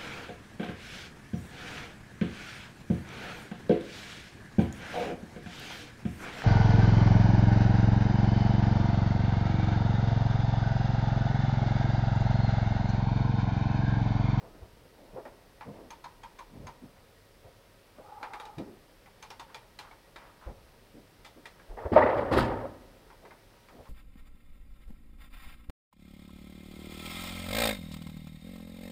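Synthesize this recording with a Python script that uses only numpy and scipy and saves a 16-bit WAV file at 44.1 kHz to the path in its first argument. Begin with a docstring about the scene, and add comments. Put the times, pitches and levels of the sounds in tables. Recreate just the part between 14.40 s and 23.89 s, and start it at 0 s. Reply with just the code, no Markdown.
"""Feet shift in the straw of a barn; a calving jack's ratchet clicks unevenly along its metal pole.
Snaps, rebounds and knocks ring the jack's steel; the loaded pole rasps for one pull.
At 7.5 s the calf drops with heavy wet slaps, air pockets ringing under its hide, and fluid gushes,
bubbles and spatters. The jack then knocks dully. Behind: a restless herd, low rumble, hum and hiss."""
import sys
import numpy as np
from scipy import signal
from scipy.fft import rfft, irfft, next_fast_len
from scipy.io import wavfile
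from scipy.ndimage import uniform_filter1d

SR = 44100
rng = np.random.default_rng(int(sys.argv[2]) if len(sys.argv) > 2 else 0)


def pcm_store(signal):
    """Save signal as 16-bit PCM."""
    levels = np.round(np.clip(np.atleast_2d(signal), -1, 1) * 32767)
    wavfile.write(sys.argv[1], SR, levels.astype(np.int16).T)


N = 418509
TIME_S = np.arange(N) / SR

# metal clicks and knocks of the jack: ratchet snaps, rebounds, dull knocks after the fall:
# (time [s], clack [dB], bright edge [dB], strain [0-1], main steel mode [Hz])
JACK_HITS = [(.853, -47.5, -73, 0.61, 1850), (1.209, -43.5, -71, 0.62, 2330),
             (1.505, -49, -49.5, 0.85, 6420), (1.642, -47.5, -53, 0.95, 4240),
             (1.834, -50.5, -54.5, 0.96, 3250), (1.989, -50.5, -53.5, 1, 2335),
             (2.269, -47, -51.5, 0.84, 6400), (3.829, -36, -53.5, 0.54, 4100),
             (3.9345, -40.5, -50.5, 0.56, 2170), (3.999, -44.5, -49.5, 0.64, 3780),
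             (4.053, -50, -53.5, 0.48, 3820), (4.183, -50, -52, 0.3, 3800), (4.66, -55.5, -66, 0.65, 2040),
             (4.826, -49, -48, 0.75, 6300), (4.9035, -47, -48, 0.7, 5530),
             (4.996, -48.5, -47.5, 0.87, 3570), (5.145, -45.5, -46, 0.6, 3410),
             (5.389, -45, -44, 0.55, 4080), (5.512, -50.5, -66, .5, 2230), (5.76, -43.5, -53.5, 0.13, 3760),
             (6.848, -50.5, -50.5, 0.47, 2050), (6.862, -64.5, -53, 0, 3560),
             (7.056, -45.5, -49.5, 0, 1910), (7.067, -68, -57, 0.2, 3520), (7.198, -54, -80, 0, 1633),
             (8.702, -54, -72, 0.72, 1370), (8.852, -53, -66, 0.43, 2020), (8.908, -49.5, -78, .4, 2090),
             (9.286, -51, -68, 0.23, 3500), (9.456, -57.5, -81, 0.78, 2260)]
# steel parts of the jack: (frequency [Hz], level [dB], T60 [s])
STEEL_MODES = [(1741, -4, 0.057), (1900, 0, 0.017), (2370, 3.5, 0.11), (3220, -9, 0.14),
               (3680, -6.5, 0.089), (4020, -9, 0.068), (4700, -6.5, 0.065), (5170, -16.5, 0.063),
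               (9400, -15, .1)]
# click spectra, low to high: (frequency [Hz], level [dB])
CLACK_SPECTRUM = [(350, -4), (700, -3.5), (1300, 1), (2200, -4), (3000, -16), (4500, -20)]
EDGE_SPECTRUM = [(2000, 0), (3200, 2.5), (4400, 0), (5400, -3), (6500, -9.5), (8000, -24)]
TICK_SPECTRUM = [(5000, -24), (7000, -3.5), (9500, -7), (12000, -13), (16000, -16)]
# resonances of the rubbing pole: (frequency [Hz], width [Hz], level [dB])
POLE_MODES = [(826, 55, 2.5), (1195, 97, -6.5), (480, 160, -9)]
# wet body impacts: (peak time [s], length [s], pitch [Hz], level [dB])
BODY_SLAPS = [(7.522, 0.0046, 350, -22), (7.533, .007, 227.6, -28), (7.5658, 0.0053, 598.8, -8.5),
              (7.575, 0.013, 912, -20.5), (7.577, 0.0097, 580, -12.5), (7.629, .0092, 1930, -26.5),
              (7.64, 0.0103, 260, -24.5), (7.796, 0.0073, 568.5, -27), (7.92, 0.0077, 500, -31),
              (7.973, 0.0089, 400.7, -17.5), (7.986, 0.0059, 199, -18.5), (7.988, 0.0056, 1280, -23),
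              (8.252, 0.019, 540.7, -34)]
# surges of body and fluid: (start [s], length [s], rumble [dB], slosh [dB], splash [dB])
FLUID_SURGES = [(7.368, 0.1, -51, -40.5, -73), (7.516, .04, -27.5, -32, -50.5),
                (7.552, 0.73, -39.5, -19, -86), (7.755, 0.069, -33, -37, -54),
                (7.909, 0.064, -26, -26, -39), (7.959, 0.29, -25.5, -29, -35.5),
                (8.09, 0.031, -45, -35, -76.5)]
# gush spectra, low to high: (frequency [Hz], level [dB])
RUMBLE_SPECTRUM = [(25, -6), (55, -1), (105, 6), (180, -6), (250, 3.5), (330, -1), (450, -8), (700, -35)]
SLOSH_SPECTRUM = [(200, -19), (330, -16.5), (480, -3), (580, -0.5), (700, -4), (920, -0.5), (1150, -9.5),
                  (1500, -32), (2200, -28)]
SPATTER_SPECTRUM = [(800, -14), (1250, 2.5), (1500, -2.5), (1950, -0.5), (2400, -10), (3500, -17),
                    (5000, -26.5), (6500, -36.5)]
SPRAY_SPECTRUM = [(1500, -18), (2600, 7.5), (4900, 1.5), (6000, -13.5), (8000, -12.5), (11500, -18.5),
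                  (15500, -29)]
MIST_SPECTRUM = [(6500, -10), (9000, 0), (11500, 4), (13500, -6), (15500, -5.5)]
# hooves and boots: (peak time [s], length [s], thump pitch [Hz], thump [dB], scuff [dB])
FOOTFALLS = [(0.042, 0.075, 114, -59, -50.5), (0.155, 0.031, 280, -53.5, -63),
             (0.227, .042, 51.4, -44, -54), (.62, 0.19, 225, -60.5, -58), (.742, 0.04, 125, -48, -53),
             (0.773, 0.048, 380, -43, -39.5), (0.862, .035, 219, -54, -45), (1.284, 0.065, 156, -42, -47.5),
             (1.381, 0.15, 260, -53, -54.5), (2.165, 0.14, 156, -47, -60), (2.208, 0.1, 65, -51, -61),
             (2.247, 0.069, 115, -49, -54), (2.436, 0.043, 207, -45, -68), (3.059, 0.077, 69.5, -55, -55.5),
             (3.593, 0.036, 200, -55, -47.5), (4.186, 0.038, 130, -38.5, -57),
             (4.203, 0.049, 224, -36.5, -48.5), (4.278, 0.096, 290, -47.5, -67),
             (6.076, 0.036, 40.3, -36.5, -45.5), (6.104, 0.038, 155, -47, -50),
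             (6.566, 0.076, 230, -50.5, -67), (6.973, .049, 248, -53.5, -61),
             (7.317, 0.064, 32, -40, -50.5), (7.46, 0.023, 55, -31.5, -31.5),
             (8.849, 0.067, 177, -61, -52.5), (9.353, 0.097, 220, -54.5, -58.5),
             (9.397, 0.049, 49.3, -51, -51)]
# sleeves and hands on the jack: (peak time [s], length [s], level [dB])
CLOTH_STROKES = [(5.103, 0.052, -56.5), (5.45, 0.072, -54.5), (5.83, 0.15, -57), (6.033, 0.094, -56)]
# restlessness of the herd: (time [s], level [dB])
HERD_STIR = [(0, -60), (.9, -65.5), (2.3, -63), (2.8, -70.5), (6.6, -68), (8.6, -63.5), (9.49, -72.5)]
# background spectra: (frequency [Hz], level [dB])
STRAW_SPECTRUM = [(300, -8), (550, 1.5), (1100, -6), (2000, -10.5), (4000, -22)]
HERD_SPECTRUM = [(70, -14), (105, -7), (170, -7.5), (260, -3), (380, -1), (550, -3.5), (950, -11),
                 (1600, -17), (3000, -32.5)]
DRAUGHT_SPECTRUM = [(22, -6.5), (38, 1.5), (70, -12), (120, -13.5), (220, -16), (350, -37)]
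AIR_SPECTRUM = [(25, -8), (45, -9.5), (70, -12), (140, -9), (270, -14.5), (500, -12), (900, -20),
                (1900, -20.5), (3000, -23.5), (5200, -25.5), (7000, -33.5), (8500, -30.5), (15500, -33.5)]
# machinery tones: (frequency [Hz], level [dB])
HUM_TONES = [(100, -71.5), (548, -74.5), (950, -78), (1265, -80.5), (1905, -80.5)]
# narrow peaks and a dip in the slaps and barn sounds: (frequency [Hz], width [Hz], gain [dB])
COLOUR_BANDS = [(175.6, 32, -5), (595, 14, 0), (921, 12, 4.5), (1740, 49, 1)]


def jack(overshoot_db=4, overshoot_s=0.003, click_t60_s=0.2, tick_t60_s=0.15, steel_t60_s=0.087,
         ping_hz=6420, ping_t60_s=0.061, pole_lag_s=0.018, pole_spread_s=0.013, pole_t60_s=0.37):
    """Ratchet snaps, rebounds and knocks ring the steel; the pole's slow bending wave follows."""
    out, t = np.zeros(N), TIME_S[:SR // 4]
    clack, edge, tick = (steady(coloured(grains(5500, 3), spectrum), 0.0067)
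                         for spectrum in (CLACK_SPECTRUM, EDGE_SPECTRUM, TICK_SPECTRUM))
    for time_s, clack_db, edge_db, strain, steel_hz in JACK_HITS:
        cut = rng.integers(N - len(t)) + np.arange(len(t))
        rise_s = 0.00234 + 0.0046 * strain ** 14  # near full strain the pawl grinds before it lets go
        onset, age_s = np.minimum(t / rise_s, 1), np.maximum(t - rise_s, 0)
        snap = onset * from_db(overshoot_db * np.exp(-age_s / overshoot_s))
        contact = snap * decay(age_s, click_t60_s)
        click = from_db(clack_db - 4) * burst(clack[cut], contact)
        click += from_db(edge_db - 5) * burst(edge[cut], contact)
        click += from_db(edge_db - 14) * burst(tick[cut], snap * decay(age_s, tick_t60_s))
        ping = snap * decay(age_s, ping_t60_s) * sine(ping_hz * rng.normal(1, 0.021), t)
        click += from_db(edge_db - 27.5 + 21.5 * strain) * ping
        # clack feeds a low mode, edge a high one; slack steel rings louder
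        steel_db = np.interp(steel_hz, [1900, 3300], [clack_db, edge_db]) - 5 * strain
        click += from_db(steel_db) * snap * decay(age_s, steel_t60_s) * sine(steel_hz, t)
        for hz, db, t60_s in STEEL_MODES:  # vary from hit to hit
            mode_db = (clack_db + edge_db) / 2 - 8 + db + rng.normal(0, 2.3)
            click += from_db(mode_db) * onset * decay(age_s, t60_s) * sine(hz * rng.normal(1, 0.018), t)
        late_s = t - rise_s / 2 - pole_lag_s
        bending = np.exp(-0.5 * (late_s / pole_spread_s) ** 2)
        bending += from_db(-7) * onset * decay(t, pole_t60_s)
        pole_hz, pole_db = 758 + 197 * strain, clack_db - 19 + 21 * strain
        pole = steady(band_noise(len(t), pole_hz, core_hz=130, skirt_hz=650), 0.021)
        add(out, time_s - rise_s / 2, click + from_db(pole_db) * burst(pole, bending))
    return out


def rub(level_db=-49):
    """Dense small slips make the loaded pole rasp on a hollow note."""
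    slips = grains(per_s=1500, spread_db=2.9)
    rasp = sum(from_db(db) * unit_rms(resonate(resonate(slips, hz, width_hz), hz, 4 * width_hz))
               for hz, width_hz, db in POLE_MODES)
    pull = swell(start_s=3.6, attack_s=0.11, length_s=0.48, t60_s=0.58)
    return from_db(level_db) * pull * steady(rasp, 0.055)


def slaps(squelch_db=-8, glide_octaves_per_cycle=0.006):
    """Air trapped under wet hide rings for a few cycles, rising in pitch as it is squeezed."""
    out, t = np.zeros(N), TIME_S[:SR // 8] - 1 / 16
    for peak_s, length_s, hz, db in BODY_SLAPS:
        press = np.exp(-2 * (t / length_s) ** 2)
        glide_hz = hz * 2 ** (glide_octaves_per_cycle * hz * t)
        pocket = np.sin(2 * np.pi * (np.cumsum(glide_hz) / SR + rng.random()))
        width_hz = min(0.98 * hz, 650)
        squelch = band_noise(len(t), hz, width_hz, 0.54 * width_hz)
        slap = burst(pocket, press) + from_db(squelch_db) * burst(squelch, press)
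        add(out, peak_s + t[0], from_db(db) * slap)
    return lowpass(out, hz=3300, order=4)


def gush(gulp_db=1, gulp_hz=21.4, mist_db=-47.5):
    """The body slithers down and fluid follows: rumble, bubbling slosh, spatter, spray and mist."""
    rumble, pour, splash = np.zeros((3, N))
    for start_s, length_s, rumble_db, slosh_db, splash_db in FLUID_SURGES:  # envelopes add in power
        slide = swell(start_s, 0.009, length_s, t60_s=0.78, sag_db_per_s=68.5)
        flow = swell(start_s, 0.011, length_s, t60_s=0.27, sag_db_per_s=50.5)
        impact = swell(start_s, 0.025, 0.025, t60_s=0.31)
        rumble = np.hypot(rumble, from_db(rumble_db) * slide)
        pour = np.hypot(pour, from_db(slosh_db) * flow)
        splash = np.hypot(splash, from_db(splash_db) * impact)
    pour *= from_db(gulp_db * band_noise(N, gulp_hz, gulp_hz, gulp_hz))
    spatter = np.hypot(from_db(-10) * pour, from_db(4.5) * splash)
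    spray = np.hypot(from_db(-37) * pour, from_db(-1.5) * splash)
    mist = from_db(mist_db) * (splash / splash.max()) ** 2.7  # hardest splashes only
    out = rumble * steady(coloured(rng.standard_normal(N), RUMBLE_SPECTRUM), 0.018)
    out += spray * steady(coloured(grains(5000, 3), SPRAY_SPECTRUM), 0.037)
    out += mist * steady(coloured(grains(2500, 3.5), MIST_SPECTRUM), 0.02)
    large = bubbles(per_s=900, low_hz=281.5, high_hz=1386, cycles=42, spread_db=11, rise=0.079)
    small = bubbles(per_s=3300, low_hz=994, high_hz=5580, cycles=37, spread_db=13.5, rise=0.13)
    out += pour * steady(coloured(large, SLOSH_SPECTRUM), 0.022)
    return out + spatter * steady(coloured(small, SPATTER_SPECTRUM), 0.025)


def bubbles(per_s, low_hz, high_hz, cycles, spread_db, rise):
    """Short-lived bubbles of many sizes, each rising in pitch as it dies."""
    out = np.zeros(N)
    start_s = FLUID_SURGES[0][0]
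    span_s = FLUID_SURGES[-1][0] + 1 - start_s
    for when, pitch, strength in rng.random((int(per_s * span_s), 3)):
        hz = low_hz * (high_hz / low_hz) ** pitch
        t = TIME_S[:int(cycles / hz * SR) + 2]
        ring = decay(t, t[-1]) * sine(hz, t * (1 + rise * t / t[-1]))
        add(out, start_s + when * span_s, from_db(spread_db * strength) * ring)
    return out


def steps(scuff_hz=491, settle_db=-13, settle_t60_s=0.76):
    """Weight sinks into the bedding: a soft thump and a dull scuff of settling straw."""
    out, t = np.zeros(N), TIME_S[:SR * 3 // 4] - 1 / 4
    for peak_s, length_s, thump_hz, thump_db, scuff_db in FOOTFALLS:
        press = pressure(t, length_s)
        settle = np.maximum(press, (t > 0) * from_db(settle_db) * decay(np.abs(t), settle_t60_s))
        thump = (thump_hz, 0.68 * thump_hz, thump_db, press)
        scuff = (scuff_hz, 0.62 * scuff_hz, scuff_db, settle)
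        for hz, width_hz, db, envelope in (thump, scuff):
            noise = steady(band_noise(len(t), hz, width_hz, 1.46 * width_hz), 5 / hz)
            add(out, peak_s + t[0], from_db(db) * burst(noise, envelope))
    return lowpass(out, hz=1700, order=2)


def brushes():
    """Cloth slides over the jack in short soft strokes."""
    strokes = sum(from_db(db) * pressure(TIME_S - peak_s, length_s)
                  for peak_s, length_s, db in CLOTH_STROKES)
    return strokes * band_noise(N, hz=970, core_hz=900, skirt_hz=900)


def straw(level_db=-72.5, crunch_s=0.017):
    """Stalks give way at random in small soft crunches."""
    keep = np.exp(-1 / (crunch_s * SR))
    breaks = np.abs(grains(per_s=9, spread_db=1.3))
    crunches = signal.lfilter([1], [1, -2 * keep, keep * keep], breaks + 1e-18)
    return from_db(level_db) * unit_rms(crunches * coloured(grains(3000, 3.03), STRAW_SPECTRUM))


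def herd(stir):
    """Restless animals: a dull rustle of small impacts."""
    return stir * coloured(grains(per_s=700, spread_db=2.8), HERD_SPECTRUM)


def draught(stir, level_db=-63.5, swing_share=0.54):
    """Low rumble that rises and falls with the herd."""
    swing = (stir / stir.mean()) ** swing_share
    return from_db(level_db) * swing * coloured(rng.standard_normal(N), DRAUGHT_SPECTRUM)


def air(level_db=-61):
    """Still barn air: steady hiss."""
    return from_db(level_db) * coloured(rng.standard_normal(N), AIR_SPECTRUM)


def hum(width_hz=9):
    """Thin, unsteady machine tones from elsewhere in the building."""
    return sum(from_db(db) * band_noise(N, hz, width_hz, 4 * width_hz) for hz, db in HUM_TONES)


def barn(x, wet_db=-14, t60_s=1.0, first_echo_s=0.011):
    """Roof and walls return a short tail; straw absorbs its treble."""
    t = TIME_S[:SR]
    tail = rng.standard_normal(SR) * decay(t, t60_s) * (t > first_echo_s)
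    tail = lowpass(tail / np.linalg.norm(tail), hz=2200, order=1)
    return x + from_db(wet_db) * signal.fftconvolve(x, tail)[:N]


def peaks_and_dip(x):
    """Narrow peaks and a dip colour the slaps and barn sounds."""
    for hz, width_hz, db in COLOUR_BANDS:
        x = x + (from_db(db) - 1) * resonate(x, hz, width_hz)
    return x


def from_db(db):
    return 10 ** (np.asarray(db) / 20)


def unit_rms(x):
    return x / np.sqrt(np.mean(x ** 2) + 1e-20)


def sine(hz, t):
    return np.sin(2 * np.pi * hz * t)


def decay(age_s, t60_s):
    return from_db(-60 * age_s / t60_s)


def swell(start_s, attack_s, length_s, t60_s, sag_db_per_s=0):
    """Envelope: rise, hold or sag until length_s, die away."""
    age_s = np.maximum(TIME_S - start_s, 0)
    sag = from_db(-sag_db_per_s * np.minimum(age_s, length_s))
    return np.minimum(age_s / attack_s, 1) * sag * decay(np.maximum(age_s - length_s, 0), t60_s)


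def pressure(t, length_s, rise_share=0.46):
    """Soft push peaking at t = 0; fast rise, slower fall."""
    return np.exp(-2 * (t / np.where(t < 0, rise_share * length_s, length_s)) ** 2)


def grains(per_s, spread_db):
    """Tiny random impacts of uneven size."""
    sizes = from_db(spread_db * np.minimum(rng.exponential(1, N), 4))
    return (rng.random(N) < per_s / SR) * sizes * rng.choice([-1, 1], N)


def band_noise(size, hz, core_hz, skirt_hz):
    """Noise through two resonances in series, settled; rms 1."""
    return unit_rms(resonate(resonate(rng.standard_normal(2 * size), hz, core_hz), hz, skirt_hz)[size:])


def resonate(x, hz, width_hz):
    """Two-pole resonance, peak gain 1."""
    r = np.exp(-np.pi * width_hz / SR)
    feedback = [1, -2 * r * np.cos(2 * np.pi * hz / SR), r * r]
    return signal.lfilter(np.array([1, 0, -1]) * (1 - r * r) / 2, feedback, x + 1e-18)


def lowpass(x, hz, order):
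    return signal.sosfilt(signal.butter(order, hz, fs=SR, output="sos"), x)


def coloured(x, spectrum):
    """Filter by a spectrum, falling 20 dB/octave past its ends; rms 1."""
    size = next_fast_len(N)
    hz, db = np.transpose(spectrum)
    octave = np.log2(np.maximum(np.fft.rfftfreq(size, 1 / SR), 1))
    beyond = np.abs(octave - np.clip(octave, np.log2(hz[0]), np.log2(hz[-1])))
    gain = from_db(np.interp(octave, np.log2(hz), db) - 20 * beyond)
    return unit_rms(irfft(rfft(x, size) * gain, size)[:N])


def steady(x, window_s):
    """Even out short-term power."""
    return x / np.sqrt(np.abs(uniform_filter1d(x ** 2, max(int(window_s * SR), 2))) + 1e-6)


def burst(x, envelope):
    """Enveloped x; rms about 1 where the envelope is 1."""
    return unit_rms(x * envelope) * np.sqrt(np.mean(envelope ** 2))


def add(out, start_s, sound):
    start = round(start_s * SR)
    sound = sound[max(-start, 0):N - start]
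    out[max(start, 0):max(start, 0) + len(sound)] += sound


def scene():
    """Jack, feet and calf in the barn, over herd, rumble, air and hum; mono."""
    stir = from_db(np.interp(TIME_S, *np.transpose(HERD_STIR)))
    background = air() + hum() + draught(stir)
    animals = herd(stir)
    calving = jack() + rub() + steps() + straw() + brushes() + slaps() + gush()
    return (peaks_and_dip(barn(calving) + animals) + background)[None]


def record(dry):
    """Steep low-pass at 15.8 kHz."""
    return signal.sosfilt(signal.ellip(12, 0.1, 80, 15800, fs=SR, output="sos"), dry)


dry = scene()
out = record(dry)
pcm_store(out)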